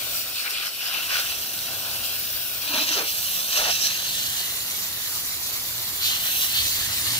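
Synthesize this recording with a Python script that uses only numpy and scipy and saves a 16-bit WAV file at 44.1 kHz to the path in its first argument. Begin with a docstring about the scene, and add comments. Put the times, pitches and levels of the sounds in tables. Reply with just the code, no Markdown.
"""Hosing down an engine block

Outdoors, close up, on a hand-held recorder with two microphone ports. Drops slap and drum on the
castings, burst into mist and blow across hollows; far traffic and a hum lie beneath. The jet lands
to the left, so it reaches the left port first, by an amount that follows the aim."""
import sys
import numpy as np
from scipy import signal
from scipy.fft import rfft, irfft, next_fast_len
from scipy.io import wavfile
from scipy.ndimage import uniform_filter1d, map_coordinates

SR = 44100
rng = np.random.default_rng(int(sys.argv[2]) if len(sys.argv) > 2 else 0)


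def pcm_store(signal):
    """Save signal as 16-bit PCM."""
    levels = np.round(np.clip(np.atleast_2d(signal), -1, 1) * 32767)
    wavfile.write(sys.argv[1], SR, levels.astype(np.int16).T)


N = 317159
TIME_S = np.arange(N) / SR

# far road: time_s, rumble_db, thrum_db
ROAD_LEVELS = [(0, -45.5, -62), (.33, -49, -55), (.45, -62, -77), (.68, -60, -80), (1.05, -49.5, -67),
               (1.6, -43.5, -66), (2.5, -46.5, -51), (2.7, -48, -62), (3.25, -46.5, -54), (3.55, -51, -48),
               (3.85, -48, -58), (4.05, -47, -62), (4.2, -44, -60), (4.4, -47.5, -63), (5.3, -49, -59),
               (5.8, -48, -54), (6.3, -46, -49.5), (6.6, -44.5, -50), (7.0, -42, -50), (7.19, -38, -55)]
# its rumble and deeper thrum: frequency_hz, density_db
RUMBLE_COLOUR = [(45, -30), (70, 8.5), (100, -5.5), (145, -7.5), (210, -8), (300, -8.5), (400, -13.5),
                 (600, -69)]
THRUM_COLOUR = [(10, -33), (25, -9), (40, -7), (60, -2), (80, 8), (130, -46)]
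# far hums that come and go: middle_s, length_s, level_db, pitch_hz
FAR_HUMS = [(1.82, 0.17, -49, 116.7), (2.6, 0.17, -49, 116), (3.421, 0.22, -48.5, 187.4),
            (3.8, 0.2, -42, 116), (3.85, 0.43, -46.5, 184.5), (4.15, 0.15, -42.5, 146),
            (4.27, 0.12, -43, 132), (4.8, .2, -50, 186), (5.748, .14, -47, 116.5),
            (6.026, 0.14, -50.5, 116.8), (6.254, 0.54, -51, 186), (6.6, 0.12, -43.5, 117.2),
            (6.83, .15, -45, 117.5), (7.14, 0.33, -39, 116.5)]
# how hard the run-off spatters: time_s, level_db
SPATTER_LEVELS = [(0, -44), (2.5, -44), (4.1, -37), (4.5, -42), (5.9, -40), (6.3, -46), (7.19, -43)]
# its stray drops: frequency_hz, density_db
SPATTER_COLOUR = [(1200, -39), (2500, -6), (4000, 9.5), (6000, -28), (9000, -3), (13000, -14), (16000, 1.5)]
# a recess sings a clear note: middle_s, length_s, level_db, pitch_hz
RECESS_NOTES = [(1.188, .016, -29.5, 1200), (2.795, .085, -30, 288), (2.755, .04, -36, 620),
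                (2.985, .04, -31, 425), (2.99, 0.021, -32, 780)]
# the jet blows across a recess: middle_s, length_s, level_db, pitch_hz, width_ratio
BLOWN_RECESSES = [(0.105, 0.17, -42.5, 634, 0.49), (0.97, 0.029, -45, 680, .8),
                  (1.146, 0.035, -40, 610, 0.38), (1.19, 0.023, -33, 624, 0.51),
                  (1.33, 0.047, -44, 680, 0.55), (1.89, 0.43, -43, 620, 0.74),
                  (2.78, 0.092, -31.5, 292, 0.06), (2.913, 0.029, -33.5, 297, 0.054),
                  (2.985, 0.033, -32, 444, 0.26), (3.016, 0.049, -35, 440, 0.26),
                  (3.601, 0.042, -28.5, 626, 0.49), (3.688, 0.042, -30, 650, 0.5)]
# air resonances of a hollow: pitch_ratio, level_db
HOLLOW_MODES = [(1.001, 0), (2.1, -10.5), (3.3, -10)]
# single big drops: start_s, level_db, pitch_hz, tick_over_ring_db
BIG_DROPS = [(0.0126, -14, 4650, -9), (0.4576, -11, 2300, -14), (0.4684, -11, 2300, -12),
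             (0.479, -7, 2500, -14), (0.508, -9, 5000, 2), (0.554, -12, 3190, -13), (0.819, -12, 3190, -13),
             (1.0944, -12, 2940, -12), (1.5175, -14, 4840, -6), (1.5787, -15, 4220, 3),
             (1.5897, -9, 4200, -12), (1.5918, -8, 4600, -12), (1.6689, -15, 4650, -8),
             (2.0123, -13, 2800, -10), (2.2767, -11, 3840, -8), (2.4588, -12, 4010, -4),
             (2.531, -16, 5080, -6), (2.924, -7, 5860, -14), (2.9771, -9, 5430, -8),
             (3.2864, -11, 4230, -6), (3.3094, -10, 3970, -6), (3.4291, -11, 4350, -8),
             (3.8692, -1, 4400, -10), (3.8772, -5, 5800, -8), (3.9055, -7, 4070, -8),
             (3.9747, -11, 4050, -6), (4.3944, -13, 4520, -6), (4.5386, -12, 3790, -5),
             (4.6283, -14, 6720, 1), (4.6064, -12, 4200, -8), (4.7014, -10, 5800, -6),
             (4.7178, -13, 6500, 0), (4.7775, -12, 4300, 1), (4.8214, -12, 4300, -8),
             (4.9294, -9, 4000, -7), (5.0389, -14, 7170, -2), (5.2611, -13, 7320, 1),
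             (5.5084, -10, 4020, -8), (5.5287, -12, 4570, -4), (5.6376, -10, 6030, -1),
             (5.7954, -13, 4710, -6), (5.9624, -12, 4310, -6), (6.078, -11, 4310, -4),
             (6.8324, -10, 4210, -8), (7.1054, -7, 4600, -10), (7.1532, -9, 3530, -6)]
# the glancing spray that never stops: time_s, slap_db, drum_db, sizzle_db, mist_db
STEADY_SPRAY = [(0, -31.5, -44, -34.5, -31.5), (.28, -37.5, -42, -38.5, -34), (.75, -36.5, -53, -37.5, -35),
                (.95, -37, -48, -43, -33.5), (1.2, -38, -48, -34, -30.5), (1.7, -34.5, -42, -36.5, -32),
                (2.25, -35, -43.5, -35.5, -29.5), (2.55, -36.5, -44, -37, -30.5),
                (3.0, -33.5, -48, -35.5, -30), (3.25, -34, -45, -34, -27.5), (3.8, -30, -42, -32, -31.5),
                (4.5, -36, -41.5, -35.5, -31), (4.85, -39, -45, -35.5, -31), (4.96, -38, -45.5, -37.5, -33),
                (5.15, -39.5, -42, -34, -30.5), (5.93, -39, -44.5, -38, -30.5),
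                (6.05, -32, -41.5, -37.5, -31.5), (6.4, -31, -44, -32.5, -25.5),
                (6.9, -31.5, -37.5, -32.5, -30), (7.19, -38, -45.5, -32, -29.5)]
# the jet catches a part square on: middle_s, length_s, slap_db, drum_db, sizzle_db, mist_db
SQUARE_HITS = [(0.174, 0.062, -36, -57, -32.5, -28.5), (0.396, 0.062, -32, -41, -34.5, -39),
               (0.472, 0.041, -34, -30, -48, -45), (0.518, 0.03, -37, -37, -31.5, -35),
               (0.565, 0.042, -28, -37, -39, -42), (.61, .05, -30.5, -37, -39, -40),
               (0.66, 0.042, -34.5, -35.5, -32.5, -40), (.82, 0.021, -33.5, -42, -34, -40),
               (0.868, 0.047, -36, -35.5, -32, -35), (0.97, 0.12, -30, -34.5, -34.5, -45),
               (1.123, .04, -31.5, -28, -34, -44), (1.164, 0.065, -28, -31, -30, -42),
               (1.225, .05, -36, -33, -43, -45), (1.3, 0.094, -31, -43, -41, -37),
               (2.692, 0.12, -32.5, -45, -38, -47), (2.765, 0.052, -24, -31.5, -32, -45),
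               (2.823, 0.045, -26, -39, -28.5, -42), (2.89, .035, -26.5, -38, -28, -47),
               (2.925, 0.048, -24.5, -36.5, -24.5, -47), (2.985, 0.043, -25.5, -33.5, -29, -47),
               (3.082, 0.041, -32, -55, -34, -45), (3.578, 0.073, -26, -33.5, -26.5, -31),
               (3.652, 0.03, -27.5, -29, -30, -45), (3.715, 0.091, -29, -51, -26, -47),
               (3.826, 0.067, -42, -55, -26.5, -49), (3.864, 0.035, -26.5, -50, -25, -48),
               (3.902, 0.025, -30, -37, -33, -48), (4.193, 0.13, -30.5, -55, -33, -38),
               (4.407, 0.1, -32.5, -43, -35, -48), (4.702, 0.027, -44, -57, -41, -40),
               (4.85, .04, -41, -44, -35, -40), (5.144, 0.053, -41, -46, -37, -32),
               (5.256, 0.027, -49, -54, -34, -42), (5.522, 0.092, -39, -43, -40, -45),
               (6.064, 0.051, -23.5, -51, -29.5, -27), (6.127, 0.085, -26.5, -38.5, -32, -36),
               (6.266, 0.059, -28, -38.5, -34, -28.5), (6.434, 0.045, -31.5, -41, -29.5, -29),
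               (6.514, 0.046, -32, -41, -35, -38), (6.576, 0.064, -23.5, -54, -36, -41),
               (6.664, 0.064, -32.5, -54, -30.5, -36), (6.71, 0.044, -37, -54, -40, -42),
               (6.83, .025, -34, -44, -38, -42), (7.072, 0.038, -29, -39, -39, -34),
               (7.108, .025, -30, -37, -39, -40), (7.157, 0.043, -30, -38.5, -36, -45)]
# the jet's four sounds: frequency_hz, density_db
SLAP_COLOUR = [(1500, -24.5), (2200, -10), (2700, 1), (3200, 0.5), (3700, -1), (4200, 1), (4650, -1.5),
               (5100, -20), (6000, -34), (9000, -39)]
DRUM_COLOUR = [(500, -25), (900, -10.5), (1200, -2.5), (1400, -3.5), (1600, -4.5), (1900, -2), (2300, -3),
               (3200, -25)]
SIZZLE_COLOUR = [(3500, -19), (4900, 1), (5700, 5.5), (6500, 1.5), (7000, -1), (7600, -4.5), (8600, -10.5),
                 (11000, -13)]
MIST_COLOUR = [(2000, -16), (6000, -6.5), (8000, -3.5), (9500, -3), (10500, -6.5), (11800, 1), (13200, -2),
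               (14500, -2), (15600, -0.5)]
# what shifts each of those colours: time_s, pitch_ratio, tilt_db_per_octave
STRUCK_PART = [(0, 0.88, 2), (.42, 0.91, 7), (.56, 0.92, -8), (.68, 1.04, -8), (.9, 1.04, -12),
               (1.15, 0.96, -6), (1.35, 1.02, -5), (1.6, 1.05, -3), (2.6, 0.88, 0.5), (2.85, 1.01, -5.5),
               (3.1, 1.03, -6.5), (3.55, 0.97, -0.5), (3.9, 0.97, -4), (4.2, 1.11, -2), (4.6, 1.04, 0.5),
               (4.9, 1.04, 1), (5.2, 1.02, 4), (5.5, 1.0, 4), (5.9, 1.07, 7), (6.1, 1.15, -4),
               (6.35, 1.04, -6), (6.58, 1.05, -1.5), (6.75, 1.05, 5), (7.0, 0.97, 4), (7.09, 1.15, 5),
               (7.19, 0.97, -1)]
DRUMMED_COVER = [(0, 0.94, 2), (.5, 1.11, -2.5), (.9, .9, -4.5), (1.15, 1.1, -3), (1.6, 1.02, -1),
                 (1.9, 0.74, -6), (2.25, 0.85, 8), (2.55, 0.8, -3), (2.8, 0.84, -6), (3.0, 1.02, -5),
                 (3.6, 0.84, 0.5), (4.3, 0.82, 11), (4.9, 0.99, -0.5), (5.5, 1.08, -4.5), (6.3, 0.88, 5),
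                 (7.19, 0.97, 3)]
SPLITTING_EDGES = [(0, 0.98, 8), (.7, 0.93, -6), (1.3, 1.02, -10), (2.3, 0.98, 1.5), (2.9, 0.99, -3.5),
                   (3.8, 1, -2), (4.3, 1, 4), (4.8, 1, -1.5), (5.8, 0.98, 0), (6.2, 1.01, 1.5),
                   (7.19, 0.97, 2)]
MIST_FINENESS = [(0, 0.95, 6), (.5, 0.95, -1), (1.5, 0.99, 0), (1.95, 0.95, 2), (2.35, 0.95, 7.5),
                 (2.8, 0.93, 4.5), (3.2, 1, -1), (4, 0.96, -0.5), (6, 0.99, 0.5), (6.4, 0.99, 1.5),
                 (7.19, 1, -6.5)]
# the aim, as the head start of the left port: time_s, lead_ms
JET_AIM = [(0, 0.36), (1.2, 0.3), (1.4, 0.29), (1.7, 0.31), (2.3, 0.33), (2.55, 0.36), (2.7, 0.28),
           (3, 0.28), (3.8, 0.273), (4.2, 0.22), (4.6, .18), (5, 0.17), (5.9, 0.15), (6.05, 0.2),
           (6.35, 0.25), (6.7, 0.19), (6.95, 0.19), (7.19, 0.2)]
# three bearings, nearly ahead, half left and far left: lead_ms
BEARING_LEADS = [.16, .27, .32]
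# the ports' response at each bearing: frequency_hz, left_db, right_db, left_phase_rad
PORTS_AHEAD = [(100, -2, -1.5, 0), (543, -10.5, -6.5, -0.83), (736, -9.5, -1.5, -0.032),
               (1060, -6.5, -1.5, -.4), (1210, -6, -2.5, 0.05), (1480, -4.5, -6, -0.73),
               (1960, -1, -4.5, -1.1), (2640, -2, -1.5, -0.78), (2910, 0, -2, 0.59),
               (3220, -0.5, -1.5, -0.26), (3760, 0, -1, -0.8), (4270, -2.5, 1, -0.11),
               (4540, -1, 2.5, -0.12), (5100, -3, -1.5, -1.4), (5630, -4, -5.5, -0.38),
               (6360, -5.5, -1, 0.41), (7270, -4, 4.5, 1), (8400, -1.5, -5, 0.9), (9800, 2.5, 1.5, 0.56),
               (11900, -2, 2.5, -0.4), (13800, 2, 3, 0), (15300, 3, 0, 0)]
PORTS_HALF_LEFT = [(100, -5.5, -6, 0.071), (500, -9.5, -6, -1.55), (690, -9.5, 1.5, -1.3),
                   (815, -8.5, -1, 0.084), (1210, -2.5, -4, -0.11), (1450, -1.5, -6, -1.35),
                   (1730, -4.5, -2.5, -1.57), (2260, -2, -4.5, 0.044), (2660, -2.5, -5, 0.39),
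                   (3480, -2.5, -3.5, -0.35), (4050, 1, 1, -0.17), (4500, -1, -6.5, 0.098),
                   (4970, 0, -4.5, 0.59), (5540, -10, 0, -0.058), (6160, -8, 2, 2.4),
                   (7330, -10, -1.5, 2.6), (8360, 2.5, -2, -0.99), (11700, -3, 1.5, -0.8),
                   (13400, 1, 5.5, -0.4), (15300, 3, -2, 0.6)]
PORTS_FAR_LEFT = [(100, -5.5, -5.5, -0.5), (447, -10, -7.5, -0.85), (720, -10, 0, -0.7),
                  (840, -9, -2.5, 0.7), (1010, -4, -5, 0), (1225, -3, -12.5, -1.4),
                  (1430, -0.5, -0.5, -2.5), (1750, -2, -2, -1), (2040, -1.5, -9.5, -1),
                  (2290, -3, -4.5, -0.1), (2650, -0.5, -3, 1.1), (3420, -2, -5, 0.5),
                  (3800, -1.5, -6, -0.45), (4200, -2, -4, -0.5), (4640, 0.5, -0.5, 0.5),
                  (5160, -3, -1.5, -0.5), (5600, -5, 0, 2), (6260, -8, -5, 0.7), (7100, -3.5, -2.5, 2),
                  (8440, 1.5, -1, -0.2), (11800, -2, 1.5, -1.5), (13500, 2.5, 2.5, -1),
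                  (15300, 5.5, -3, -3)]
# how alike the ports sound: frequency_hz, far_left_likeness, ahead_likeness
PORT_LIKENESS = [(30, 1, 0.96), (100, 0.97, 0.98), (550, 0.9, .88), (750, 0.9, .72), (1000, 0.83, .72),
                 (1250, 0.68, 0.72), (1500, 0.9, 0.71), (1900, 0.77, .5), (2310, 0.66, 0.22),
                 (3100, 0.72, 0.79), (3800, 0.59, 0.28), (4270, 0.56, 0.58), (5200, 0.63, .4),
                 (7000, 0.16, 0.18), (12000, 0.093, .05)]

HUM_BELOW_DB, HUM_HZ = -9.5, 117.2  # the quiet hum under the rumble
GAP_DB, GAP_HZ, GAP_WIDTH = -46, 520, 0.95  # open gaps between parts, always sounding
SQUARENESS = 1.92  # how flat the top of a swell is
TOP_HZ = 15620


def amp(db):
    return 10 ** (np.asarray(db) / 20)


def unit_rms(x):
    return x / np.sqrt(np.mean(x ** 2) + 1e-20)


def at_frequencies(rows, hz):
    """Each column after the frequency, interpolated on a log axis."""
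    knots_hz, *columns = np.transpose(rows)
    return [np.interp(np.log(hz + 1), np.log(knots_hz + 1), column) for column in columns]


def curves(rows, t=TIME_S):
    """Each column after the time, interpolated at t."""
    knots_s, *columns = np.transpose(rows)
    return [np.interp(t, knots_s, column) for column in columns]


def swells(rows, t=TIME_S):
    """A smooth rise and fall, 0 to 1, for each row that opens with middle_s and length_s."""
    middle, length = np.transpose(rows)[:2, :, None]
    return np.exp(-np.log(2) * np.abs(2 * (t - middle) / length) ** SQUARENESS)


def wobble(rate):
    """A smooth random curve, rate knots a second."""
    return map_coordinates(rng.standard_normal(int(N * rate / SR) + 4), [np.arange(N) * rate / SR])


def swelling_tones(rows, drift_cycles):
    """Sines that swell and fade in turn, sharing one waver."""
    return sum(amp(db) * swell * np.sin(2 * np.pi * (hz * TIME_S + drift_cycles))
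               for (_, _, db, hz), swell in zip(rows, swells(rows)))


def reshaped(x, change):
    """x with its short-time spectrum passed through change(spectrum, hz, t)."""
    hz, t, spectrum = signal.stft(x, SR, nperseg=1024, noverlap=640)
    return signal.istft(change(spectrum, hz[:, None], t), SR, nperseg=1024, noverlap=640)[1][..., :N]


def tinted(x, colour, patchy_db, part=((0, 1, 0), (9, 1, 0)), pivot_hz=3500, still_hz=None):
    """x in a patchy colour that a part may tilt and shift (less and less up to still_hz); rms 1."""
    def tint(spectrum, hz, t):
        shift, tilt_db = curves(part, t)
        if still_hz:
            shift = shift ** np.clip(2 * np.log2(still_hz / (hz + 1)), 0, 1)
        patches = uniform_filter1d(rng.standard_normal(spectrum.shape[1:]), size=6, axis=0)
        patches = unit_rms(uniform_filter1d(patches, size=8, axis=1))
        slope_db = tilt_db * np.log2(np.clip(hz / pivot_hz, .6, 1.7))
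        return spectrum * amp(at_frequencies(colour, hz / shift)[0] + slope_db + patchy_db * patches)
    return unit_rms(reshaped(x, tint))


def drops(per_s, spread_db, life_s, steady, scatter):
    """Two noises that burst together at each landing drop, over a steady share; scatter sizes the second."""
    landed = rng.random(N) < per_s / SR
    energies = landed * amp(spread_db * np.minimum(rng.exponential(size=N), 4)) ** 2
    bursts = signal.lfilter([1], [1, -np.exp(-1 / (life_s * SR))], energies)
    pair = np.sqrt(steady + bursts / bursts.mean()) * rng.standard_normal((2, N))
    pair[1] *= scatter
    return pair


def traffic():
    """Far off: road rumble, a deeper thrum, a quiet wavering hum and tones that swell now and then."""
    rumble_db, thrum_db = curves(ROAD_LEVELS)
    rumble = amp(rumble_db) * tinted(rng.standard_normal((2, N)), RUMBLE_COLOUR, patchy_db=0.2)
    thrum = amp(thrum_db) * tinted(rng.standard_normal((2, N)), THRUM_COLOUR, patchy_db=4.0)
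    drift_cycles = np.cumsum(4 * wobble(12)) / SR
    hum = amp(rumble_db + HUM_BELOW_DB) * np.sin(2 * np.pi * (HUM_HZ * TIME_S + drift_cycles))
    hum += swelling_tones(FAR_HUMS, drift_cycles)
    return rumble + thrum + amp(2.2 * wobble(9)) * hum * [[1], [0]]


def spatter():
    """Stray drops tick on the nearer metal and the ground: sparse, sharp and of very unequal size."""
    ticks = drops(per_s=110, spread_db=2.5, life_s=.00025, steady=0, scatter=.6)
    return amp(curves(SPATTER_LEVELS)[0]) * tinted(ticks, SPATTER_COLOUR, patchy_db=1.5)


def recess_notes():
    """The air in a recess of the block sings short wavering tones."""
    drift_cycles = np.cumsum(20 * wobble(60)) / SR
    flutter_db = 3.1 * wobble(70)
    return amp(flutter_db) * swelling_tones(RECESS_NOTES, drift_cycles) * [[1], [.2]]


def hollows():
    """Water blown across a recess sounds its air resonance and two overtones."""
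    def resonance(hz, pitch, width):
        modes = [amp(db) ** 2 / (1 + ((hz / (ratio * pitch) - ratio * pitch / (hz + 1)) / width) ** 2)
                 for ratio, db in HOLLOW_MODES]
        return sum(modes) / np.mean(modes[0])

    def resonate(spectrum, hz, t):
        gaps = amp(GAP_DB) ** 2 * resonance(hz, GAP_HZ, GAP_WIDTH)
        blown = sum(amp(db) ** 2 * swell * resonance(hz, pitch, width)
                    for (_, _, db, pitch, width), swell in zip(BLOWN_RECESSES, swells(BLOWN_RECESSES, t)))
        return spectrum * np.sqrt(gaps + blown)
    gurgle_db = 0.62 * wobble(15)
    water = drops(per_s=300, spread_db=1.0, life_s=0.004, steady=1.0, scatter=1.0)
    return amp(gurgle_db) * reshaped(unit_rms(water), resonate)


def splats():
    """Big drops land straight ahead: a sharp tick and a brief ring, with nothing in the bass."""
    track, t = np.zeros(N + SR), np.arange(400) / SR
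    for start_s, db, hz, tick_db in BIG_DROPS:
        ring = amp(-60 * t / .0045) * (1 - np.exp(-t / .0002)) * np.sin(2 * np.pi * hz * t)
        tick = amp(tick_db - 60 * t / .0018) * np.cos(2 * np.pi * 11500 * t)
        track[round(start_s * SR):][:len(t)] += amp(db) * (ring + tick)
    return signal.sosfilt(signal.butter(2, 1000, "high", fs=SR, output="sos"), track[:N])


def strike_db():
    """Levels of slap, drum, sizzle and mist: the powers of steady spray and square hits add."""
    t = np.arange(0, N + 64, 64) / SR
    hit_power = amp(np.transpose(SQUARE_HITS)[2:]) ** 2 @ swells(SQUARE_HITS, t)
    power = amp(curves(STEADY_SPRAY, t)) ** 2 + hit_power
    return curves(np.vstack([t, 10 * np.log10(power)]).T)


def jet():
    """Close up, the jet slaps the castings, drums on covers, sizzles on edges and bursts into mist."""
    slap_db, drum_db, sizzle_db, mist_db = strike_db()
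    # the broken core lands in slugs that shake all four sounds together
    slugs_db = .5 * wobble(20) + 0.69 * wobble(60)
    # a square hit is compact, a glancing one spreads: louder slap, less scatter between the ports
    scatter = np.clip(.9 - 0.028 * (slap_db + 22.0), .3, 1.3)
    slap = drops(per_s=1500, spread_db=3.7, life_s=0.00021, steady=3.6, scatter=scatter)
    slap = tinted(slap, SLAP_COLOUR, patchy_db=2.0, part=STRUCK_PART, still_hz=4600)
    drum = drops(per_s=470, spread_db=2.0, life_s=0.0015, steady=1.8, scatter=scatter)
    drum = tinted(drum, DRUM_COLOUR, patchy_db=2.5, part=DRUMMED_COVER, pivot_hz=1520)
    sizzle = drops(per_s=1800, spread_db=4.2, life_s=0.00021, steady=3.0, scatter=scatter)
    sizzle = tinted(sizzle, SIZZLE_COLOUR, patchy_db=1.8, part=SPLITTING_EDGES, pivot_hz=6000)
    mist = drops(per_s=3000, spread_db=1.6, life_s=.0005, steady=2.7, scatter=1.0)
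    mist = tinted(mist, MIST_COLOUR, patchy_db=2.0, part=MIST_FINENESS, pivot_hz=13200)
    return (amp(slap_db + slugs_db) * slap + amp(drum_db + 0.23 * slugs_db) * drum
            + amp(sizzle_db + slugs_db) * sizzle + amp(mist_db + 0.84 * slugs_db) * mist)


def microphone_ports(pair):
    """The ports share the first signal and differ by the second; the body shades and delays them."""
    def pick_up(spectrum, hz, t):
        lead_ms = curves(JET_AIM, t)[0]
        weights = [np.interp(lead_ms, BEARING_LEADS, bearing) for bearing in np.eye(3)]
        responses = [np.array(at_frequencies(rows, hz))
                     for rows in (PORTS_AHEAD, PORTS_HALF_LEFT, PORTS_FAR_LEFT)]
        left_db, right_db, phase_rad = sum(w * response for w, response in zip(weights, responses))
        half_lead = np.exp(.5j * (2 * np.pi * hz * lead_ms / 1000 + phase_rad))
        far_left, ahead = at_frequencies(PORT_LIKENESS, hz)
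        likeness = np.clip(far_left + weights[0] * (ahead - far_left), 0, 1)
        mix_rad = np.arccos(likeness) / 2
        common, apart = np.cos(mix_rad) * spectrum[0], np.sin(mix_rad) * spectrum[1]
        return np.array([(common + apart) * half_lead * amp(left_db),
                         (common - apart) / half_lead * amp(right_db)])
    return reshaped(pair, pick_up)


def scene():
    """Wide spray close to the microphones, spatter around it and the road far behind."""
    spray = np.sqrt(2) * (jet() + hollows() + recess_notes())
    return microphone_ports(spray + spatter() + traffic()) + amp([[-5], [-6]]) * splats()


def record(dry):
    """The recorder keeps nothing above its band limit."""
    size = next_fast_len(N)
    in_band = np.fft.rfftfreq(size, 1 / SR) < TOP_HZ
    return irfft(rfft(dry, size) * in_band, size)[:, :N]


dry = scene()
out = record(dry)
pcm_store(out)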